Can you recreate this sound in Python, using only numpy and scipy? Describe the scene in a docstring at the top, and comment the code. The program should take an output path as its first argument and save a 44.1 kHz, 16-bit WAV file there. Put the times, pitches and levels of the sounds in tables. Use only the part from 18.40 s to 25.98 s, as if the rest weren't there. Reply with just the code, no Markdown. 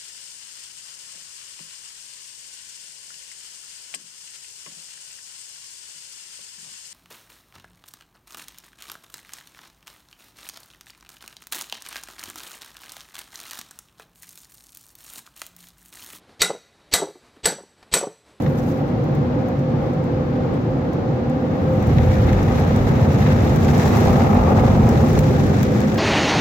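"""A wavering drone of pumps and brush motors, heard inside a closed car in an automatic wash.
A mist jet shuts off early on; stray cloth strips graze a door. After three seconds the spinning
brushes reach the car: they drum on the steel panels, scrub over the roof and fling water at the
windscreen, where fine spray sizzles and single fat drops tick."""
import sys
import numpy as np
from scipy import signal
from scipy.fft import rfft, irfft, next_fast_len
from scipy.io import wavfile
from scipy.ndimage import uniform_filter1d

SR = 44100
rng = np.random.default_rng(int(sys.argv[2]) if len(sys.argv) > 2 else 0)


def transcribe(signal):
    """Save signal, clipped to [-1, 1], as a 16-bit WAV file at the path in sys.argv[1]."""
    frames = np.atleast_2d(signal).T
    limited = np.clip(frames, -1, 1)
    pcm = np.round(limited * 32767).astype(np.int16)
    wavfile.write(sys.argv[1], SR, pcm)


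N = 334278
TIME_S = np.arange(N) / SR
FFT_SIZE = 2 * next_fast_len(N // 2 + 8192)
FREQS_HZ = np.maximum(np.arange(FFT_SIZE // 2 + 1) * SR / FFT_SIZE, 1)
CUTOFF_HZ = 15900
REACH_S, TOUCH_S = 2.98, 3.7  # brushes: first contact, full contact

# steel panel modes: pitch_hz, width_hz, level_db
PANEL_MODES = [(72.5, 18, -5.5), (87, 17, 4), (109.7, 23.2, 0.5), (133.1, 27, -1), (160.7, 36.6, -7.5)]
# cloth on the roof: freq_hz, density_db
SCRUB_SPECTRUM = [(250, -15), (420, 4.5), (600, 1.5), (680, 2), (800, 5), (1020, -5.5), (1250, -5),
                  (1550, -20), (2500, -22.5), (5000, -56.5)]
# coarse water on glass: freq_hz, density_db
SPLASH_SPECTRUM = [(500, -4), (1100, -1), (1600, 5.5), (2000, 5.5), (2600, 0), (3100, -5.5), (3800, -4.5),
                   (4800, -14.5), (6500, -15.5), (9000, -41.5), (15500, -28)]
# fine water on glass: freq_hz, density_db
SPRAY_SPECTRUM = [(1500, -30), (3500, -5), (4900, -1.5), (5800, -0.5), (7000, -2.5), (8000, -9.5),
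                  (9000, -22.5), (11000, -16.5), (15500, -15)]


def from_db(db):
    """Decibels to gain."""
    return 10 ** (np.asarray(db) / 20)


def unit_rms(x):
    """Scale to unit power."""
    return x / np.sqrt(np.mean(x ** 2) + 1e-20)


def envelope(rows):
    """Gain per sample through rows of time_s, level_db."""
    return from_db(np.interp(TIME_S, *np.transpose(rows)))


def swells(rows):
    """Gaussian gain bumps from rows of centre_s, half_length_s, level_db."""
    return sum(from_db(db) * np.exp(-((TIME_S - s) / half_s) ** 2) for s, half_s, db in rows)


def strikes(rows):
    """Impulse train from rows of start_s, level_db."""
    hits = np.zeros(N)
    for start_s, db in rows:
        hits[int(np.clip(start_s * SR, 0, N - 1))] = from_db(db)
    return hits


def response(spectrum):
    """Gain per FFT bin through rows of freq_hz, level_db."""
    hz, db = np.transpose(spectrum)
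    return from_db(np.interp(np.log(FREQS_HZ), np.log(hz), db))


def colour(x, spectrum):
    """Minimum-phase filter of unit power gain."""
    cepstrum = irfft(np.log(unit_rms(response(spectrum))))
    cepstrum[1:FFT_SIZE // 2] *= 2
    cepstrum[FFT_SIZE // 2 + 1:] = 0
    return irfft(rfft(x, FFT_SIZE) * np.exp(rfft(cepstrum)))[..., :N]


def drift(corner_hz):
    """Slow random wander, rms 1."""
    count = N // 40
    hz = np.arange(count // 2 + 1) * SR / N
    slow = irfft(rfft(rng.standard_normal(count)) / (1 + (hz / corner_hz) ** 2))
    return np.interp(np.linspace(0, len(slow) - 1, N), np.arange(len(slow)), unit_rms(slow))


def cabin(pair):
    """Mid and side to left and right: alike in the bass, diffuse in the treble."""
    # cabin stereo width: freq_hz, side_minus_mid_db
    width_curve = [(40, -24), (90, -19.5), (170, -20), (310, -5), (420, -8), (650, -1.5), (800, -8),
                   (1030, 4), (1200, -2.5), (1550, 4.5), (2250, -3.5), (3300, 1), (5000, 0.5), (15000, 0)]
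    # cabin balance: freq_hz, left_minus_right_db
    lean_curve = [(150, 0), (600, -1.5), (1300, 4), (2600, 0.3), (5500, 2.5), (10000, -0.5)]
    mid, side = rfft(pair, FFT_SIZE)
    width, lean = response(width_curve), np.sqrt(response(lean_curve))
    left_right = np.array([(mid + width * side) * lean, (mid - width * side) / lean])
    return irfft(left_right)[:, :N]


def steady(x, window_s):
    """Hold the mid signal at unit power over a sliding window."""
    power = uniform_filter1d(x.mean(0) ** 2, max(int(window_s * SR), 2))
    return x / np.sqrt(np.maximum(power, 1e-18))


def impacts(per_s, spread_db):
    """Two trains of random hits with exponentially distributed dB levels."""
    hit = rng.random((2, N)) < per_s / SR
    count = hit.sum()
    level_db = spread_db * np.minimum(rng.exponential(1, count), 5)
    trains = np.zeros((2, N))
    trains[hit] = from_db(level_db) * rng.choice([-1, 1], count)
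    return trains


def texture(spectrum, per_s, spread_db, window_s):
    """Dense random hits merge into a steady stereo noise."""
    return steady(cabin(colour(impacts(per_s, spread_db), spectrum)), window_s)


def bursts(hits, spectrum, burst_s, tail_db, tail_s):
    """Each hit starts a fast-dying noise burst; the cabin adds a brief tail."""
    burst, tail = (signal.lfilter([1], [1, -np.exp(-1 / (decay_s * SR))], hits + 1e-18)
                   for decay_s in (burst_s, tail_s))
    noise = rng.choice([-1, 1], (2, N))
    return cabin(colour((burst + from_db(tail_db) * tail) * noise, spectrum))


def motor_tone(hz, width_hz):
    """A motor line whose speed wanders by about its width; rms 1."""
    return np.sqrt(2) * np.sin(2 * np.pi * np.cumsum(hz + width_hz * drift(9.39)) / SR)


def machinery(roar_db=-21.5, hum_db=-35.0, motor_waver_db=1.5, hum_waver_db=2.5):
    """Roar of the wash hall through the body, with motor tones and the pump's hum."""
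    # machine rumble and hiss: freq_hz, density_db
    rumble = [(22, -19.5), (37, -20), (44, -14.5), (54, -13.5), (66, -16), (85, -10), (98, -9), (120, -2),
              (147, 1), (195, -6), (242, -2.5), (260, -6), (278, -2.5), (320, -9.5), (362, -8.5),
              (420, -14.5)]
    hiss = [(480, -8), (560, -13), (680, -19.5), (800, -17), (980, -26), (1200, -27.5), (1550, -34),
            (2100, -37), (3100, -45), (4300, -48.5), (6800, -58.5), (9000, -73.5), (15500, -65)]
    # motor lines: pitch_hz, level_db, width_hz
    lines = [(120.5, -32.5, 2.7), (273.5, -39.5, 3.6), (776, -45, 17.86)]
    # pump hum swells: centre_s, half_length_s, level_db
    hum_swells = [(0.06, 0.05, -36), (1.15, 0.14, -36), (1.74, 0.05, -31), (2.31, 0.025, -27),
                  (2.93, 0.12, -31.5), (3.31, 0.07, -26), (3.78, 0.1, -31.5), (5.7, 0.1, -32),
                  (6.25, 0.07, -34), (6.85, 0.06, -30)]
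    roar = steady(cabin(colour(rng.standard_normal((2, N)), rumble + hiss)), window_s=0.18)
    motors = sum(from_db(db + motor_waver_db * drift(5.0)) * motor_tone(hz, width_hz)
                 for hz, db, width_hz in lines)
    hum_gain = from_db(hum_db + hum_waver_db * drift(12.0)) + from_db(-1.0) * swells(hum_swells)
    return from_db(roar_db) * roar + motors + hum_gain * motor_tone(hz=518, width_hz=3.07)


def brush_motor(idle_hz=242.6, sag_hz=3.015, idle_db=-32, load_db=-30, waver_db=0.5,
                load_from_s=4.85, load_to_s=6.55, ramp_s=0.14):
    """The motor throbs at idle; it grows louder and sags while the brush bears on the roof."""
    # idle throbs: centre_s, half_length_s, level_db
    throbs = [(0.18, 0.048, -32), (1.06, 0.053, -30), (1.82, 0.065, -37), (2.92, 0.094, -31)]
    load = np.clip(np.minimum(TIME_S - load_from_s, load_to_s - TIME_S) / ramp_s, 0, 1)
    gain = from_db(idle_db) + swells(throbs) + from_db(load_db) * load
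    return gain * from_db(waver_db * drift(6.5)) * motor_tone(idle_hz - sag_hz * load, width_hz=3.03)


def jet_gains(splash_db=-54, spray_db=-66, mist_db=-58, sputter_db=2.0, off_s=0.26, fall_db_per_s=49):
    """Splash, spray and mist gains of a fine jet that sputters, then shuts off."""
    flow_db = sputter_db * drift(18) - fall_db_per_s * np.maximum(TIME_S - off_s, 0)
    return np.array([from_db(db + flow_db) for db in (splash_db, spray_db, mist_db)])


def brush_gap(lead_s=0):
    """1 while the brushes are away, 0 once they lie on the car."""
    return 1 - np.clip((TIME_S + lead_s - REACH_S) / (TOUCH_S - REACH_S), 0, 1)


def flung_gains(splash_db=-40, spray_db=-54, mist_db=-58.5, away_db=-14.5, mist_away_db=-20,
                growth_db_per_s=1.7, thinning_db_per_s=8.0, thinning_s=7.2):
    """Splash, spray and mist gains rise as the brushes close in; the mist leads and thins at the end."""
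    # thicker sheets of water: centre_s, half_length_s, rise_db
    surges = [(4.19, 0.037, 3), (4.875, 0.21, 2.5), (5.514, 0.26, 7), (6.715, 0.14, 2.5)]
    gap, mist_gap = brush_gap(), brush_gap(lead_s=0.1)
    flow_db = sum(db * np.exp(-((TIME_S - s) / half_s) ** 2) for s, half_s, db in surges)
    flow_db += (1 - gap) * drift(35.0)
    growth_db = growth_db_per_s * np.clip(TIME_S - TOUCH_S, 0, 3.2)
    thinning_db = thinning_db_per_s * np.maximum(TIME_S - thinning_s, 0)
    # flow lifts the finest drops most
    return from_db([splash_db + away_db * gap + 0.62 * flow_db,
                    spray_db + away_db * gap + flow_db + growth_db,
                    mist_db + mist_away_db * mist_gap + 1.55 * flow_db - thinning_db])


def sizzle(lashing, splash_gain, spray_gain, mist_gain, trim_db=-0.5,
           splash_clump_db=1.57, spray_clump_db=1.67, mist_clump_db=2.0):
    """Strips throw clumps of drops at the glass; the smaller the drops, the higher they sizzle."""
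    # mist on glass: freq_hz, density_db
    mist_spectrum = [(4000, -16), (7000, -7), (9000, -9.5), (10200, -7), (11200, 2.5), (12800, -1),
                     (14000, 2.5), (15500, -2.5)]
    splash = texture(SPLASH_SPECTRUM, per_s=5000, spread_db=1.0, window_s=0.13)
    spray = texture(SPRAY_SPECTRUM, per_s=1800, spread_db=0.6, window_s=0.11)
    mist = texture(mist_spectrum, per_s=9900, spread_db=4.5, window_s=0.1)
    return (from_db(splash_clump_db * lashing) * splash_gain * splash
            + from_db(trim_db + spray_clump_db * lashing) * spray_gain * spray
            + from_db(trim_db + mist_clump_db * drift(45)) * mist_gain * mist)


def patter(spray_gain, trim_db=-2.0, decay_cycles=3.0, lowest_hz=1900, pitches=20):
    """Small drops land one by one, each ringing a few cycles at a random pitch."""
    # small drops on glass: freq_hz, density_db
    spectrum = [(1500, 4), (2100, 4.5), (3200, 3), (4500, -2), (6500, 0.5), (8000, -9.5), (9300, -20),
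                (11300, -8.5), (15500, -9)]
    hits = impacts(per_s=600, spread_db=3.0)
    pitch_index = rng.integers(0, pitches, N)
    rings = 0
    for k, hz in enumerate(np.geomspace(lowest_hz, CUTOFF_HZ, pitches)):
        radius, angle = np.exp(-hz / (decay_cycles * SR)), 2 * np.pi * hz / SR
        resonator = [angle * np.sin(angle)], [1, -2 * radius * np.cos(angle), radius ** 2]
        rings += signal.lfilter(*resonator, hits * (pitch_index == k) + 1e-18)
    return from_db(trim_db) * spray_gain * unit_rms(cabin(colour(rings, spectrum)))


def fat_drops(mist_gain, tick_db=-5.5, splat_db=8.0, spatter_db=3.5):
    """Fat drops tick, the biggest with a lower splat; smaller strays follow the mist."""
    # fat drops: start_s, level_db
    landings = [(0.022, -34), (0.3062, -43), (0.6399, -43), (0.7512, -40.5), (1.085, -39), (1.1917, -41),
                (1.5344, -45), (1.6407, -43.5), (2.5331, -39), (2.8983, -40.5), (3.3363, -41),
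                (3.4256, -36), (3.4685, -35), (3.632, -38), (3.9299, -32), (4.0302, -34), (4.1613, -42),
                (4.3625, -31), (4.484, -34), (4.615, -38), (4.73, -43), (4.9021, -38), (5.0942, -33),
                (5.1607, -28), (5.3792, -27), (5.9449, -31), (6.4907, -23.5), (6.6852, -30), (6.7316, -29),
                (6.79, -20.5), (7.2302, -22.5), (7.4046, -28), (7.5438, -31)]
    # tick on glass: freq_hz, density_db
    tick_spectrum = [(1500, -20.5), (4800, -7.5), (6200, -0.5), (7500, -5), (9500, -13), (11500, -7.5),
                     (13000, -11), (15000, -3)]
    drops = strikes(landings)
    strays = mist_gain * np.abs(impacts(per_s=110, spread_db=-0.2)[0])
    spatter = from_db(spatter_db) * mist_gain * np.abs(impacts(per_s=150, spread_db=0.5)[0])
    splat_hits = from_db(splat_db) * drops ** 2 + spatter
    tick_hits = from_db(tick_db) * drops + strays
    splats = bursts(splat_hits, SPRAY_SPECTRUM, burst_s=0.0014, tail_db=-20, tail_s=0.009)
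    ticks = bursts(tick_hits, tick_spectrum, burst_s=0.0014, tail_db=-11.5, tail_s=0.0089)
    return splats + ticks


def plinks(decay_s=0.0026):
    """Two drops ring briefly as they land."""
    # ringing drops: start_s, pitch_hz, level_db
    landings = [(2.14, 8400, -51), (6.4903, 5900, -33)]
    rings = 0
    for start_s, hz, db in landings:
        age_s = np.maximum(TIME_S - start_s, 0)
        rings += from_db(db) * np.exp(-age_s / decay_s) * np.sin(2 * np.pi * hz * age_s)
    return rings


def squeak(centre_s=0.063, half_length_s=0.00076, hz=1880, fall_hz_per_s=55000, level_db=-25):
    """A wet strip slips once on the glass: a tiny falling chirp."""
    offset_s = TIME_S - centre_s
    chirp = np.sin(2 * np.pi * offset_s * (hz - fall_hz_per_s * offset_s / 2))
    return swells([(centre_s, half_length_s, level_db)]) * chirp


def slaps(trim_db=-5.5):
    """Wet strips and gouts of water slap the glass."""
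    # slaps: start_s, level_db
    landings = [(0.0627, -29), (3.5736, -35), (3.5831, -22.5), (3.892, -27), (3.931, -25), (5.0776, -30),
                (5.3802, -32), (5.7564, -21.5), (5.8074, -25), (6.2751, -28), (6.79, -28.5), (7.2302, -23),
                (7.4046, -35), (7.5572, -30)]
    hits = from_db(trim_db) * strikes(landings)
    return bursts(hits, SPLASH_SPECTRUM, burst_s=0.0046, tail_db=-19, tail_s=0.0077)


def windscreen(lashing):
    """Water from the brushes and the jet lands on the glass."""
    # gouts breaking up: centre_s, half_length_s, level_db
    splatters = [(3.895, 0.013, -35), (4.825, 0.013, -34), (4.868, 0.017, -35), (4.908, 0.012, -36),
                 (5.27, 0.023, -46), (5.55, 0.078, -41)]
    splash_gain, spray_gain, mist_gain = np.hypot(flung_gains(), jet_gains())
    splash_gain = np.hypot(splash_gain, swells(splatters))
    return (slaps() + sizzle(lashing, splash_gain, spray_gain, mist_gain)
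            + patter(spray_gain) + fat_drops(mist_gain) + plinks() + squeak())


def panel_mode(hits, hz, width_hz):
    """One resonance of a steel panel, driven by hits."""
    band = signal.butter(2, [hz - width_hz / 2, hz + width_hz / 2], "band", fs=SR, output="sos")
    return signal.sosfilt(band, hits)


def grazing():
    """Stray strips flutter against a door panel, which booms softly."""
    # grazes: centre_s, half_length_s, level_db
    grazes = [(0.08, 0.095, -21), (0.73, 0.097, -21), (1.35, 0.14, -26)]
    door = panel_mode(impacts(per_s=400, spread_db=2.5), hz=138, width_hz=44)
    return swells(grazes) * steady(cabin(door), window_s=0.2)


def smacks(trim_db=-3.5):
    """Single strips land flat on the roof."""
    # smacks: start_s, level_db
    landings = [(4.89, -24), (5.552, -20), (5.862, -17), (5.931, -20), (6.106, -15.5), (6.117, -17.5),
                (6.167, -18.5), (6.235, -17), (6.637, -17.5)]
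    hits = from_db(trim_db) * strikes(landings)
    return bursts(hits, SCRUB_SPECTRUM, burst_s=0.0094, tail_db=-18.5, tail_s=0.023)


def passing(nearest_s, approach_s, retreat_s, peak_db):
    """Gain of a source moving past: one over distance."""
    offset = (TIME_S - nearest_s) / np.where(TIME_S < nearest_s, approach_s, retreat_s)
    return from_db(peak_db) / np.hypot(1, offset)


def scrubbing(lashing, lash_db=0.66, settle_s=0.34):
    """Wet cloth sticks and slips on the roof, which booms most as the brush passes overhead."""
    # cloth load on the roof, as scrub level: time_s, level_db
    bearing = [(3.3, -35.5), (4.0, -30.5), (5.2, -29), (5.6, -24), (6.2, -23), (6.8, -30), (7.15, -34.5),
               (7.58, -34.5)]
    # roof boom: freq_hz, density_db
    boom_spectrum = [(110, -29.5), (150, 2), (178, -5), (207, 6.5), (224, 0), (240, -0.5), (275, -12),
                     (320, -11), (400, -8), (480, -12.5), (650, -23.5), (1200, -61)]
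    contact = np.clip((TIME_S - REACH_S) / settle_s, 0, 1)
    boom_gain = passing(nearest_s=6.5, approach_s=1.53, retreat_s=1, peak_db=-18)
    rub_gain = envelope(bearing) * from_db(lash_db * lashing)
    boom = texture(boom_spectrum, per_s=900, spread_db=0.0, window_s=0.19)
    rub = texture(SCRUB_SPECTRUM, per_s=3000, spread_db=3.5, window_s=0.16)
    return contact * (boom_gain * boom + rub_gain * rub)


def thumps(contact_s=0.0026, uneven_db=4.0):
    """Bunches of wet cloth set all panel modes ringing, in a new mix each time."""
    # soft, heavy blows: start_s, peak_db
    blows = [(3.531, -7), (3.68, -7), (3.784, -8), (3.848, -9), (4.282, -9), (4.965, -18), (5.701, -16),
             (6.211, -9), (6.434, -6), (6.487, -15), (6.575, -10)]
    hz, width_hz, mode_db = np.transpose(PANEL_MODES)[:, :, None]
    age_s = TIME_S[:SR // 4]
    attack = 1 - np.exp(-age_s / contact_s)
    modes = attack * np.exp(-np.pi * width_hz * age_s) * np.sin(2 * np.pi * hz * age_s)
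    track = np.zeros(N + SR)
    for start_s, peak_db in blows:
        mix = from_db(mode_db + uneven_db * rng.standard_normal(mode_db.shape))
        blow = (mix * modes).sum(0)
        start = int(start_s * SR)
        track[start:start + len(blow)] += from_db(peak_db) * blow / np.abs(blow).max()
    return track[:N]


def drumming(sway_db=-19, sway_floor_db=-45, lurch_db=4.0, strips_per_s=420, spread_db=0.5):
    """Cloth strips beat the panels, which boom; the whole body shakes below them."""
    # brush pressure, as drumming level: time_s, level_db
    pressure_curve = [(3.0, -31.5), (3.42, -20.5), (3.58, -14.5), (4.2, -20), (4.72, -16), (5.45, -18.5),
                      (5.72, -16), (5.97, -18.5), (6.25, -15), (6.9, -18.5), (7.28, -21), (7.58, -28)]
    # brush shoves on the body: centre_s, half_length_s, level_db
    shoves = [(3.62, 0.15, -30), (3.97, 0.1, -25.5), (4.18, 0.067, -28), (4.43, .09, -26), (5.99, .09, -25),
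              (6.27, .1, -28)]
    # body sway: freq_hz, density_db
    sway_spectrum = [(15, -33), (27, -20.5), (40, -3.5), (51, 12), (57, 4.5), (64, -6), (75, -22.5),
                     (110, -60)]
    pressure = envelope(pressure_curve)
    shake_gain = np.hypot(from_db(sway_floor_db), from_db(sway_db) * pressure)
    shake_gain *= from_db(lurch_db * drift(5.0))
    sway_gain = np.hypot(shake_gain, swells(shoves))
    panels = sum(from_db(db) * panel_mode(impacts(strips_per_s, spread_db), hz, width_hz)
                 for hz, width_hz, db in PANEL_MODES)
    sway = texture(sway_spectrum, strips_per_s, spread_db, window_s=0.26)
    return pressure * steady(cabin(panels), window_s=0.099) + sway_gain * sway


def scene():
    """Machinery outside, water on the glass, brushes on the body."""
    lashing = drift(corner_hz=56)  # uneven strip strokes, common to water and scrubbing
    water = windscreen(lashing)
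    brushes = grazing() + drumming() + thumps() + scrubbing(lashing) + smacks()
    return machinery() + brush_motor() + water + brushes


def record(dry):
    """Cut the deepest rumble, round the highest peaks, cut the top."""
    ceiling, low_cut_hz = 1.1, 32
    highpass = signal.butter(4, low_cut_hz, "high", fs=SR, output="sos")
    lowpass = signal.ellip(12, 0.1, 80, CUTOFF_HZ, fs=SR, output="sos")
    rounded = ceiling * np.tanh(signal.sosfilt(highpass, dry) / ceiling)
    return signal.sosfilt(lowpass, rounded)


dry = scene()
out = record(dry)
transcribe(out)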